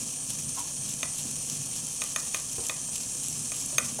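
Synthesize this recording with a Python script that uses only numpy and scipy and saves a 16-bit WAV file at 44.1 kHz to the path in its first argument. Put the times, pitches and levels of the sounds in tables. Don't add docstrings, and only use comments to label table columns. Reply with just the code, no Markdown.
import sys
import numpy as np
from scipy import signal
from scipy.fft import rfft, irfft, next_fast_len
from scipy.io import wavfile
from scipy.ndimage import uniform_filter1d

SR = 44100
rng = np.random.default_rng(int(sys.argv[2]) if len(sys.argv) > 2 else 0)


def master_out(mix):
    frames = np.transpose(np.atleast_2d(mix))
    ceiling = np.clip(frames, -1, 1)
    pcm = np.round(ceiling * 32767).astype(np.int16)
    wavfile.write(sys.argv[1], SR, pcm)


N = 176400
T = np.arange(N) / SR

# (time [s], speed [Hz])
TURN_SPEED = [(0, 258.3), (.015, 261.5), (.03, 270), (.05, 280), (.08, 287), (.1, 284), (.125, 277),
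              (.15, 272.5), (.175, 275), (.2, 269), (.25, 265.5), (.272, 264)]
# (time [s], speed factor [ratio])
PACE = [(0, 1), (1.05, 1), (1.4, 1.005), (2.2, 1.005), (2.6, .997), (3.5, .999), (4, .992)]
# (order [multiple of speed], base level [dB], slope above cruising speed [dB/Hz])
GEAR_ORDERS = [(24, -52, -.2), (27, -52, .2), (30, -50, .14), (31, -58, 0), (32, -51, -.05),
               (33, -44.3, -.38), (34, -45, -.58), (35, -50, -.5), (36, -46.8, -.28), (54, -68, -.1)]
# (frequency [Hz], bandwidth [Hz], lift [dB])
CASE_MODES = [(8620, 280, 7.5), (9030, 190, 6.5)]
# (frequency [Hz], relative level [dB])
RATTLE_SPECTRUM = [(150, -24.5), (400, -24), (1000, -13.5), (1500, -22), (2150, -19), (2500, -9),
                   (3250, -12.5), (3900, -12), (4400, -9.5), (4750, -11.5), (5750, 1.5), (6100, 0),
                   (6400, 3.5), (6600, -2.5), (6820, 2.5), (7200, 0), (7570, -6), (8050, 2.5), (8750, -6),
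                   (9450, -11), (10300, -4.5), (11700, -16), (13000, -19), (15800, -27)]
# (frequency [Hz], relative level [dB])
TICK_SPECTRUM = [(150, -37), (500, -16), (2000, -26), (2800, -2), (4700, -10), (6000, 7.5), (7600, 11),
                 (9300, -7), (10300, 10), (11500, -4.5), (13000, -4), (15800, -34)]
# (frequency [Hz], bandwidth [Hz], base level [dB])
GEAR_MODES = [(3190, 150, -60), (5780, 160, -55.5), (6100, 96, -48.5), (6380, 190, -52), (6740, 170, -49),
              (8870, 370, -49), (12450, 450, -63), (13900, 400, -73)]
# (time [s], base level [dB])
ZING_ENVELOPE = [(0, -52), (1.2, -49), (2.6, -50), (2.95, -44.5), (3.6, -42), (4, -53)]
# (frequency [Hz], bandwidth [Hz], relative level [dB])
PAN_LOW_MODES = [(87.3, 23, -8), (125.3, 17.3, 0.5), (150.9, 8.9, 4), (202.6, 14, -3.5), (245, 33.3, -3)]
# (frequency [Hz], bandwidth [Hz], relative level [dB])
PAN_HIGH_MODES = [(479, 30, 4), (665, 224, 1.5), (820, 640, -3.5), (1125, 128, -0.5), (1700, 56, -4.5),
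                  (2440, 26, -6), (3132, 71, 2), (4393, 71, 4)]
# (time [s], relative level [dB])
DRONE_ENVELOPE = [(0, -39.5), (.12, -53), (.29, -48.5), (.37, -42.5), (.49, -40), (.56, -53), (.76, -49),
                  (.81, -40), (.93, -43.5), (1.06, -49), (1.18, -47), (1.27, -40), (1.36, -45),
                  (1.44, -48.5), (1.53, -41.5), (1.61, -39.5), (1.7, -50), (1.85, -44.5), (1.94, -52.5),
                  (3.2, -48.5), (3.34, -41.5), (3.42, -41.5), (3.51, -49), (3.85, -41), (4, -45)]
# (frequency [Hz], relative level [dB])
AMBIENT_SPECTRUM = [(20, 0.5), (60, 1.5), (150, 9), (300, -1.5), (600, -9), (1500, -24), (8000, -36)]
# (time [s], level [dB], duration [s])
RASPS = [(0.304, -34, 0.012), (0.592, -39, 0.043), (0.892, -41, 0.05), (1.194, -38.5, 0.034),
         (1.504, -40, 0.02), (1.756, -41, 0.046), (2.056, -42, 0.067), (2.36, -38.5, 0.042),
         (2.662, -37, 0.026), (2.951, -40, 0.035), (3.257, -41, 0.025), (3.559, -39.5, 0.032)]
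# (frequency [Hz], relative level [dB])
RASP_SPECTRUM = [(150, -38), (500, -15), (2000, -8.5), (2900, 5), (4700, -1.5), (6000, 2), (7600, -4),
                 (9300, 10), (10300, 6), (11400, 0.5), (12300, -6), (13500, -11), (15800, -17)]
# (time [s], level [dB])
LEG_TAPS = [(0.3045, -21), (0.5916, -26), (0.604, -26), (0.9378, -25), (1.3124, -24), (1.499, -22),
            (1.7629, -26), (1.7809, -27), (2.0383, -23), (2.5311, -25.5), (2.6668, -20.5), (2.686, -22),
            (2.957, -26.5), (2.98, -27), (3.236, -26.5), (3.241, -26.5), (3.284, -21.5), (3.381, -25),
            (3.5643, -28), (3.6127, -24.5), (3.6606, -25)]
# (frequency [Hz], relative level [dB])
REVERB_SPECTRUM = [(200, 3), (1200, 8), (2800, -1.5), (6000, -8), (15000, -1.5)]
# (time [s], level [dB], centre frequency [Hz], bandwidth [Hz], duration [s])
SCUFFS = [(0.584, -41.5, 940, 422, 0.023), (2.642, -51.5, 800, 700, 0.032), (2.889, -47, 700, 600, 0.005),
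          (3.731, -43.5, 524, 466, 0.0098), (3.994, -35.5, 556, 453, 0.0085)]
# (time [s], level [dB], brightness [dB], rebound delay [s], rebound gain [dB])
KNOCKS = [(1.03, -19.5, -5.5, .003, -12), (2.0183, -22, -1, .003, -38), (2.161, -19, -1, .0045, -33),
          (2.3454, -19.5, 0, 0.0029, -18), (2.6962, -18.5, -6.5, 0.0032, -21),
          (3.5183, -26.5, -1, 0.0032, -19), (3.7824, -14.3, 3, .002, -44)]
# (frequency [Hz], relative level [dB])
CRACK_SPECTRUM = [(200, -17), (1100, 1.5), (3700, 6.5), (4700, -10), (8000, 4.5), (10500, 0), (12000, -3),
                  (16000, -12)]
# (frequency [Hz], relative level [dB], decay time T60 [s])
KNOCK_MODES = [(232, -34, 0.1), (535, -13, 0.018), (654, -15, 0.033), (1024, -14, 0.02),
               (1206, -11.5, 0.036), (1840, -8, 0.015), (1976, -9.5, 0.019), (2470, -4.5, 0.022),
               (3520, -5.5, 0.014), (3760, -10, 0.015), (4490, -13, 0.012), (6407, 0, 0.038),
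               (9000, -24, 0.021), (9400, -12.5, 0.025)]
# (time [s], level [dB])
THUDS = [(2.583, -28), (2.5936, -28.5)]
# (frequency [Hz], relative level [dB], decay time T60 [s])
THUD_MODES = [(90, -14, 0.072), (200, -32, 0.018), (450, -2.5, 0.026), (740, -11, 0.018),
              (1030, -14.5, 0.019)]

CRUISE_HZ, MID_SPEED_HZ = 265, 270
TEETH_PER_S, TEETH_SPREAD_DB = 9000, 4


def from_db(db):
    return 10 ** (np.asarray(db) / 20)


def unit_rms(x):
    return x / np.sqrt(np.mean(x ** 2) + 1e-20)


def evened(x, window_s=.07):
    return x / np.sqrt(abs(uniform_filter1d(x ** 2, int(window_s * SR))) + 1e-20)


def drift(rate_hz):
    step, settle = 40, 2000
    pole = np.exp(-2 * np.pi * rate_hz * step / SR)
    noise = rng.standard_normal(N // step + settle + 2)
    slow = signal.lfilter([1], [1, -2 * pole, pole * pole], noise)[settle:]
    return np.interp(np.arange(N) / step, np.arange(len(slow)), unit_rms(slow))


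def coloured(x, spectrum):
    size = next_fast_len(N + SR // 10)
    hz, db = np.transpose(spectrum)
    bin_hz = np.arange(size // 2 + 1) * SR / size
    gain = from_db(np.interp(np.log(bin_hz + 1), np.log(hz), db))
    cepstrum = irfft(np.log(unit_rms(gain)), size)
    cepstrum[1:size // 2] *= 2
    cepstrum[size // 2 + 1:] = 0
    return irfft(rfft(x, size) * np.exp(rfft(cepstrum)), size)[:N]


def resonance(x, hz, width):
    r, w = np.exp(-np.pi * width / SR), 2 * np.pi * hz / SR
    numerator = np.array([1, 0, -1]) * (1 - r * r) / 2
    return signal.lfilter(numerator, [1, -2 * r * np.cos(w), r * r], x + 1e-18)


def ring(clicks, hz, t60):
    r, w = np.exp(-np.log(1000) / (t60 * SR)), 2 * np.pi * hz / SR
    return signal.lfilter([0, np.sin(w)], [1, -2 * r * np.cos(w), r * r], clicks + 1e-18)


def impulses(times, db):
    return np.bincount((np.asarray(times) * SR).astype(int), from_db(db), N)[:N]


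def contacts(per_s, spread_db):
    sizes = from_db(spread_db * np.minimum(rng.exponential(1, N), 4))
    signs = rng.choice([-1, 1], N)
    return unit_rms(sizes * signs * (rng.random(N) < per_s / SR))


def bursts(clicks, t60):
    pole = np.exp(-np.log(1000) / (t60 * SR))
    return signal.lfilter([1], [1, -pole], clicks + 1e-18) * rng.standard_normal(N)


def swell(time, duration):
    return np.exp(-2 * ((T - time) / duration) ** 2)


def motor_speed(turn_s=.2975, slowest_at_s=.2215):
    cycle_hz = np.interp(T - slowest_at_s, *np.transpose(TURN_SPEED), period=turn_s)
    pace = np.interp(T, *np.transpose(PACE))
    return cycle_hz * pace * (1 + .0013 * drift(8))


def gear_whine(speed, angle):
    racing_hz = np.maximum(speed - CRUISE_HZ, 0)
    acceleration = uniform_filter1d(np.gradient(speed) * SR, size=900)
    load_db = .003 * acceleration
    hum = from_db(-58.5 + 4 * drift(9.1)) * np.sin(angle)
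    whine = np.zeros(N)
    for order, db, db_per_hz in GEAR_ORDERS:
        case_db = sum(lift / (1 + (2 * (order * speed - hz) / width) ** 2)
                      for hz, width, lift in CASE_MODES)
        phase = order * angle + rng.uniform(0, 2 * np.pi) + .22 * drift(30)
        flicker_db = 1.1 * drift(18)
        whine += from_db(db + db_per_hz * racing_hz + case_db + load_db + flicker_db) * np.sin(phase)
    return hum + whine


def gear_rattle(excess_hz, angle):
    teeth = contacts(TEETH_PER_S, TEETH_SPREAD_DB) * (1 + .1 * np.cos(angle))
    flutter_db = 1.65 * drift(37)
    teeth *= from_db(-38.5 + .0669 * excess_hz + flutter_db)
    chatter = unit_rms(bursts(abs(contacts(per_s=190, spread_db=1.5)), t60=.0011))
    chatter *= from_db(-45.5 + .13 * excess_hz)
    return coloured(teeth, RATTLE_SPECTRUM) + coloured(chatter, TICK_SPECTRUM)


def gear_rings(excess_hz):
    teeth = contacts(TEETH_PER_S, TEETH_SPREAD_DB)
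    rings = sum((-1) ** k * from_db(db) * unit_rms(resonance(teeth, hz, width))
                for k, (hz, width, db) in enumerate(GEAR_MODES))
    zing = evened(resonance(teeth, hz=7580, width=140))
    zing_db = np.interp(T, *np.transpose(ZING_ENVELOPE)) + .1854 * excess_hz
    return rings * from_db(.04 * excess_hz) + zing * from_db(zing_db)


def gear_snaps(excess_hz, hz=10280, width=1140):
    releases = contacts(per_s=100, spread_db=2.2)
    snaps = resonance(resonance(releases, hz, width), hz, width)
    return unit_rms(snaps) * from_db(-49.5 + .1036 * excess_hz)


def pan_response(feet, modes):
    return unit_rms(sum((-1) ** k * from_db(db) * resonance(feet, hz, width)
                        for k, (hz, width, db) in enumerate(modes)))


def pan_drone(feet_per_s=500):
    low = pan_response(contacts(feet_per_s, spread_db=5.2), PAN_LOW_MODES)
    high = pan_response(contacts(feet_per_s, spread_db=.58), PAN_HIGH_MODES)
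    low_db = np.interp(T, *np.transpose(DRONE_ENVELOPE)) - 2
    return evened(low) * from_db(low_db) + high * from_db(-54)


def room_noise(level_db=-51.5):
    return from_db(level_db) * unit_rms(coloured(rng.standard_normal(N), AMBIENT_SPECTRUM))


def gear_rasps():
    envelope = sum(from_db(db) * swell(time, duration) for time, db, duration in RASPS)
    skips = unit_rms(bursts(abs(contacts(per_s=960, spread_db=2)), t60=.0022))
    return coloured(envelope * skips, RASP_SPECTRUM)


def leg_taps():
    return coloured(bursts(impulses(*np.transpose(LEG_TAPS)), t60=.009), TICK_SPECTRUM)


def reverberation(x, t60=.38, gap_s=.004, gain_db=-11):
    t = T[:SR // 2]
    tail = rng.standard_normal(len(t)) * np.exp(-np.log(1000) * t / t60) * (t > gap_s)
    reflections = signal.fftconvolve(x, tail / np.linalg.norm(tail))[:N]
    return from_db(gain_db) * coloured(reflections, REVERB_SPECTRUM)


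def scuffs():
    out = np.zeros(N)
    for time, db, hz, width, duration in SCUFFS:
        band = resonance(resonance(rng.standard_normal(N), hz, width), hz, width)
        out += from_db(db) * swell(time, duration) * unit_rms(band)
    return out


def knocks(bright_above_hz=5000):
    times, db, bright_db, rebound_s, rebound_db = np.transpose(KNOCKS)

    def strikes(level_db):
        return impulses(times, level_db) + impulses(times + rebound_s, level_db + rebound_db)

    crack = bursts(strikes(db - 7 + .5 * bright_db), t60=.022)
    out = coloured(crack, CRACK_SPECTRUM)
    for k, (hz, mode_db, t60) in enumerate(KNOCK_MODES):
        strike_db = db + mode_db + bright_db * (hz > bright_above_hz) + rng.normal(0, 1, len(times))
        out += (-1) ** k * ring(strikes(strike_db), hz, t60)
    return out


def double_thud():
    pulses = impulses(*np.transpose(THUDS))
    return -sum(from_db(db) * ring(pulses, hz, t60) for hz, db, t60 in THUD_MODES)


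def scene():
    speed = motor_speed()
    angle = 2 * np.pi * np.cumsum(speed) / SR
    excess_hz = speed - MID_SPEED_HZ
    gears = gear_whine(speed, angle) + gear_rattle(excess_hz, angle)
    gears += gear_rings(excess_hz) + gear_snaps(excess_hz) + gear_rasps()
    hits = leg_taps() + scuffs() + knocks() + double_thud()
    return (gears + pan_drone() + room_noise() + hits + reverberation(hits))[None]


def record(dry, cutoff_hz=15850):
    return signal.sosfilt(signal.ellip(12, .1, 80, cutoff_hz, fs=SR, output="sos"), dry)


dry = scene()
out = record(dry)
master_out(out)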